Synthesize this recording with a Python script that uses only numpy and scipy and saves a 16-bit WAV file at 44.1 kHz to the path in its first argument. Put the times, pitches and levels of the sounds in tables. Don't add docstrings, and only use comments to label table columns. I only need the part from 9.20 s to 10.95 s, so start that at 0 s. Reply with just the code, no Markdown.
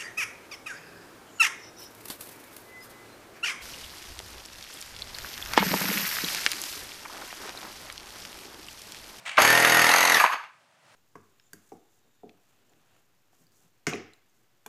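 import sys
import numpy as np
from scipy import signal
from scipy.fft import rfft, irfft
from scipy.io import wavfile
from scipy.ndimage import uniform_filter1d

SR = 44100
rng = np.random.default_rng(int(sys.argv[2]) if len(sys.argv) > 2 else 0)


def store_pcm(level_fs):
    pcm = np.round(np.clip(level_fs, -1, 1) * 32767).astype(np.int16)
    wavfile.write(sys.argv[1], SR, np.atleast_2d(pcm).T)


def voltage_ratio(level):
    return 10 ** (np.asarray(level, float) / 20)


N = 77175
t = np.arange(N) / SR
START_S, POWER_OFF_S = .165, .95
GRAIN_DB = 1


def curve(rows):
    return np.interp(t, *np.array(rows, float).T)


def unit(x):
    return x / np.sqrt(np.mean(x ** 2))


def ring(x, hz, width_hz):
    return signal.lfilter(*signal.iirpeak(hz, hz / width_hz, fs=SR), x)


def walk(rate_hz):
    k = int(SR / rate_hz)
    smooth = uniform_filter1d(rng.standard_normal(N), k)
    return unit(uniform_filter1d(smooth, k))


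def coloured(x, points):
    hz, db = np.array(points, float).T
    f = np.arange(N // 2 + 1) * SR / N
    gain = voltage_ratio(np.interp(np.log(f + 1), np.log(hz), db))
    return unit(irfft(rfft(x) * gain, N))


def grit(spread_db):
    size_db = spread_db * np.minimum(rng.exponential(size=N), 4)
    return unit(rng.standard_normal(N) * voltage_ratio(size_db))


# f/Hz, level/dB
FLOOR_SPECTRUM = [(24, -80), (40, -55), (114, -9.5), (449, -18.5), (591, -7), (722, -9.5), (1350, -10.5),
                  (8960, -26), (15500, -41)]
# t/s, level/dB
FLOOR_LEVEL = [
    (0, -54.5),
    (.05, -54.5),
    (.2, -66),
    (1.6, -64.5),
    (1.68, -60.5),
    (1.75, -59),
]


def background():
    return coloured(rng.standard_normal(N), FLOOR_SPECTRUM) * voltage_ratio(curve(FLOOR_LEVEL) + walk(16))


# t/s, level/dB
RUB_LEVEL = [
    (0.051, -59),
    (0.054, -41.5),
    (0.066, -35.5),
    (0.089, -33),
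    (0.101, -38),
    (.115, -36.5),
    (0.136, -43),
    (.165, -43.5),
]
# f/Hz, level/dB
RUB_SPECTRUM = [(24, -57), (40, -15), (372, -30.5), (704, -8.5), (1330, -9), (2400, -1), (5130, -20),
                (8370, -19.5), (14000, -47)]


def finger():
    slips = grit(GRAIN_DB) * voltage_ratio(3.2 * walk(300))
    level_db = curve([(.045, -74), *RUB_LEVEL, (.175, -82)])
    return coloured(slips, RUB_SPECTRUM) * voltage_ratio(level_db)


def room(x):
    t60_s, top_t60_s, level_db, delay_s = .42, .33, -10, .006
    late = t[:SR // 2]
    noise = rng.standard_normal((2, len(late)))
    low = ring(ring(noise[0], 1600, 2800), 1100, 2600) * voltage_ratio(-60 * late / t60_s)
    top = .81 * ring(noise[1], 5800, 7900) * voltage_ratio(-60 * late / top_t60_s)
    tail = (low + top) * (late > delay_s)
    return voltage_ratio(level_db) * signal.fftconvolve(x, tail / np.sqrt(np.sum(tail ** 2)))[:N]


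# t/s, level/dB, f/Hz
LATCH_TICKS = [
    (0.063, -39, 7500),
    (1.065, -52.5, 10200),
    (1.146, -54, 8500),
]


def ticks():
    out = 0
    for s, db, hz in LATCH_TICKS:
        click = np.exp(-((t - s) / .0005) ** 2)
        out = out + voltage_ratio(db) * click * unit(ring(rng.standard_normal(N), hz, 4000))
    return out


# t/s, rate/(turns per s)
CRANK_SPEED = [(0.165, 20.03), (0.22, 31.6), (0.28, 39.18), (0.35, 40.96), (0.45, 41.21), (0.58, 41.51),
               (0.65, 39.83), (0.7, 42.55), (0.76, 44.52), (0.86, 43.65), (0.94, 42.11), (0.98, 35.56),
               (1.03, 23.78), (1.07, 9.6), (1.3, 7.9)]


def crank():
    start_turn = -.39
    return start_turn + np.cumsum(curve(CRANK_SPEED) * (t > START_S)) / SR


def hose_free():
    freed_s, freeing_s = .68, .05
    return np.clip((t - freed_s) / freeing_s + .5, 0, 1)


def load(turn):
    rise, fall, rebound_at, rebound_fall = .05, .27, .46, .14
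    rest, rebound = .48, .25
    coast_sharp = .54
    stroke = np.clip(np.floor(turn + rise).astype(int) + 1, 0, 49)
    size = voltage_ratio(.8 * rng.standard_normal((50, 2)))[stroke].T

    def hump(p, width):
        return np.clip(p / rise, 0, 1) * np.exp(-(p / width) ** 2.6)

    push = size[0] * hump((turn + rise) % 1, fall)
    back = rebound * size[1] * hump((turn - rebound_at) % 1, rebound_fall)
    return (rest + push + back) ** np.where(t > POWER_OFF_S, coast_sharp, 1)


# t/s, level/dB
MESH_LEVEL = [
    (.19, -13),
    (.25, -3),
    (.33, 2),
    (.6, 0),
    (.8, -2),
    (.97, 2.5),
    (.995, -22),
    (1.06, -48),
]
# multiple of the tooth rate, hose-held level/dB, hose-free level/dB
MESH_OVERTONES = [
    (1, -25, -20.5),
    (2, -30, -21),
    (3, -34.5, -24),
]


def gears(turn, free, force):
    tooth_count, shaft_per_turn, shaft_wobble = 45, 5.9, .5
    ripple_once, ripple_twice, ripple_held = .02, .04, .5
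    sharp_held, sharp_free = .85, 1.7
    rough_db, drift = 2, .25
    gearbox_hz, gearbox_width_hz, gearbox_past = 1860, 350, .4
    a = 2 * np.pi * turn
    swing = ripple_once * np.sin(a + .5) + ripple_twice * np.sin(2 * a - .15) / 2
    swing = swing * (ripple_held + (1 - ripple_held) * free)
    teeth = tooth_count * (a + swing) + drift * walk(90)
    sharp = sharp_held + (sharp_free - sharp_held) * free
    tones = 0
    for k, held, loose in MESH_OVERTONES:
        level = voltage_ratio(held + (loose - held) * free + rough_db * walk(250))
        tones = tones + np.sin(k * teeth) * level * force ** (k ** .5 * sharp) * 1.15
    wobble = 1 + shaft_wobble * np.cos(shaft_per_turn * a)
    whine = voltage_ratio(curve(MESH_LEVEL)) * wobble * tones
    return gearbox_past * whine + ring(whine, gearbox_hz, gearbox_width_hz)


# f/Hz, bandwidth/Hz, level/dB
CASE_MODES = [(556, 690, -25), (960, 580, -10), (1562, 1500, -6.5), (2052, 760, -14), (2593, 530, -14),
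              (4320, 500, -24.5), (4480, 300, -11.5), (5070, 480, -15.5), (6455, 700, -13),
              (8040, 600, -21.5), (9900, 2100, -20), (11540, 790, -15.5), (13400, 800, -34),
              (14410, 820, -46.5)]


def clatter(force, free):
    level_db, shared_share, free_treble_db = -23.5, .48, 1.5
    shared, out = grit(GRAIN_DB), 0
    for hz, width, db in CASE_MODES:
        grains = shared_share * shared + (1 - shared_share) * grit(GRAIN_DB)
        shake = grains * force * voltage_ratio(2 * walk(220) + free_treble_db * free * (hz > 7000))
        out = out + voltage_ratio(db) * ring(ring(shake, hz, width), hz, width)
    return voltage_ratio(level_db) * unit(out) * 1.313


# multiple of the crank rate, level/dB
HELD_ORDERS = [(1, -46), (2, -27), (3, -7), (4, -6), (5, -11), (6, -6), (7, -7), (8, -3), (9, -9), (10, -5),
               (11, -3), (12, -12), (13, 0), (14, -3), (15, -5), (16, -9), (17, -3), (18, -4)]
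# multiple of the crank rate, level/dB
FREE_ORDERS = [(1, -50), (2, -21), (3, -27), (4, -14), (5, -19), (6, -14), (7, -11), (8, -12), (9, -15),
               (10, -8), (11, -17), (12, -7), (13, -18), (14, -6), (15, -5), (16, -5), (17, -4), (18, 0)]


def piston(turn, free):
    held_db, free_db, free_top_order = -36, -32, 12
    start = rng.uniform(0, 2 * np.pi, len(HELD_ORDERS))
    hum = 0
    for (k, a), (_, b), phase in zip(HELD_ORDERS, FREE_ORDERS, start):
        level = (1 - free) * voltage_ratio(held_db + a) + free * voltage_ratio(free_db + b) * (k <= free_top_order)
        hum = hum + np.sin(2 * np.pi * k * turn + phase) * level * voltage_ratio(1.5 * walk(25))
    return hum * voltage_ratio(.5 * curve(MESH_LEVEL))


def valve(turn, free):
    at_turn, hz, width_hz, held_db, free_db = .41, 820, 500, -21, -13.5
    level = voltage_ratio(held_db + (free_db - held_db) * free + 2 * walk(40))
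    pop = np.diff(np.floor(turn - at_turn), prepend=-1) * level
    return ring(ring(pop, hz, width_hz), hz, 2000) * SR / width_hz / 2


# t/s, level/dB
DRIVE_LEVEL = [(.167, -6), (.171, -20.5), (.19, 4), (.35, 0.5), (.65, 0.5), (.95, -2.5), (1.0, -3),
               (1.05, -8), (1.075, -17.5), (1.14, -10.5), (1.18, -30), (1.24, -26.5), (1.31, -54),
               (1.4, -70)]


def pump():
    dull_hz, dull_share = 5000, .85
    turn, free = crank(), hose_free()
    force = load(turn)
    parts = gears(turn, free, force) + clatter(force, free) + piston(turn, free) + valve(turn, free)
    out = parts * voltage_ratio(curve(DRIVE_LEVEL)) * (t > .168)
    run_down = (t - POWER_OFF_S - .04) / .19
    run_up = (START_S + .05 - t) / .041
    slow = dull_share * np.clip(np.maximum(run_down, run_up), 0, 1)
    return out - slow * (out - signal.lfilter(*signal.butter(2, dull_hz, fs=SR), out))


# t/s, peak level/dB, f/Hz, push/ms
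CASE_KNOCKS = [(0.171, -18.5, 2220, 5.9), (.179, -2.5, 1140, 5.2), (.183, -10.5, 1130, 6.2),
               (.182, -17, 629, 16), (.183, -8, 1610, 3.3), (1.001, -11, 1233, 12), (1, -15, 2400, 3),
               (1.039, -8, 963, 5.5), (1.047, -13, 1260, 7), (1.047, -15.5, 748, 3.7),
               (1.053, -23, 625, 5.4), (1.063, -10.5, 1860, 2), (1.131, -19.5, 1237, 6.8),
               (1.134, -32.5, 1840, 9.8), (1.142, -22, 900, 3.8), (1.698, -52, 1098, 1.2)]


def knocks():
    out = 0
    for s, db, hz, ms in CASE_KNOCKS:
        late = (t - s) * 1000 / ms
        push = np.exp(-(late - .5) ** 2 * 4)
        tone = np.sin(2 * np.pi * hz * (t - s)) + .25 * np.sin(2 * np.pi * 1.36 * hz * (t - s))
        band = unit(ring(ring(rng.standard_normal(N), hz * 1.06, hz), hz * 1.06, hz))
        out = out + voltage_ratio(db) * push * (.63 * tone + .49 * band)
    return out


def scene():
    floor = background()
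    near = finger() + ticks() + pump() + knocks()
    return (near + room(near) + floor)[None]


def top_cut(x):
    return signal.sosfilt(signal.butter(12, 15740, fs=SR, output="sos"), x)


def record(dry):
    overload = .9
    rounded = np.tanh(overload * dry) / overload
    mix = signal.sosfilt(signal.butter(3, 70, "high", fs=SR, output="sos"), rounded)
    return top_cut(mix)


dry = scene()
out = record(dry)
store_pcm(out)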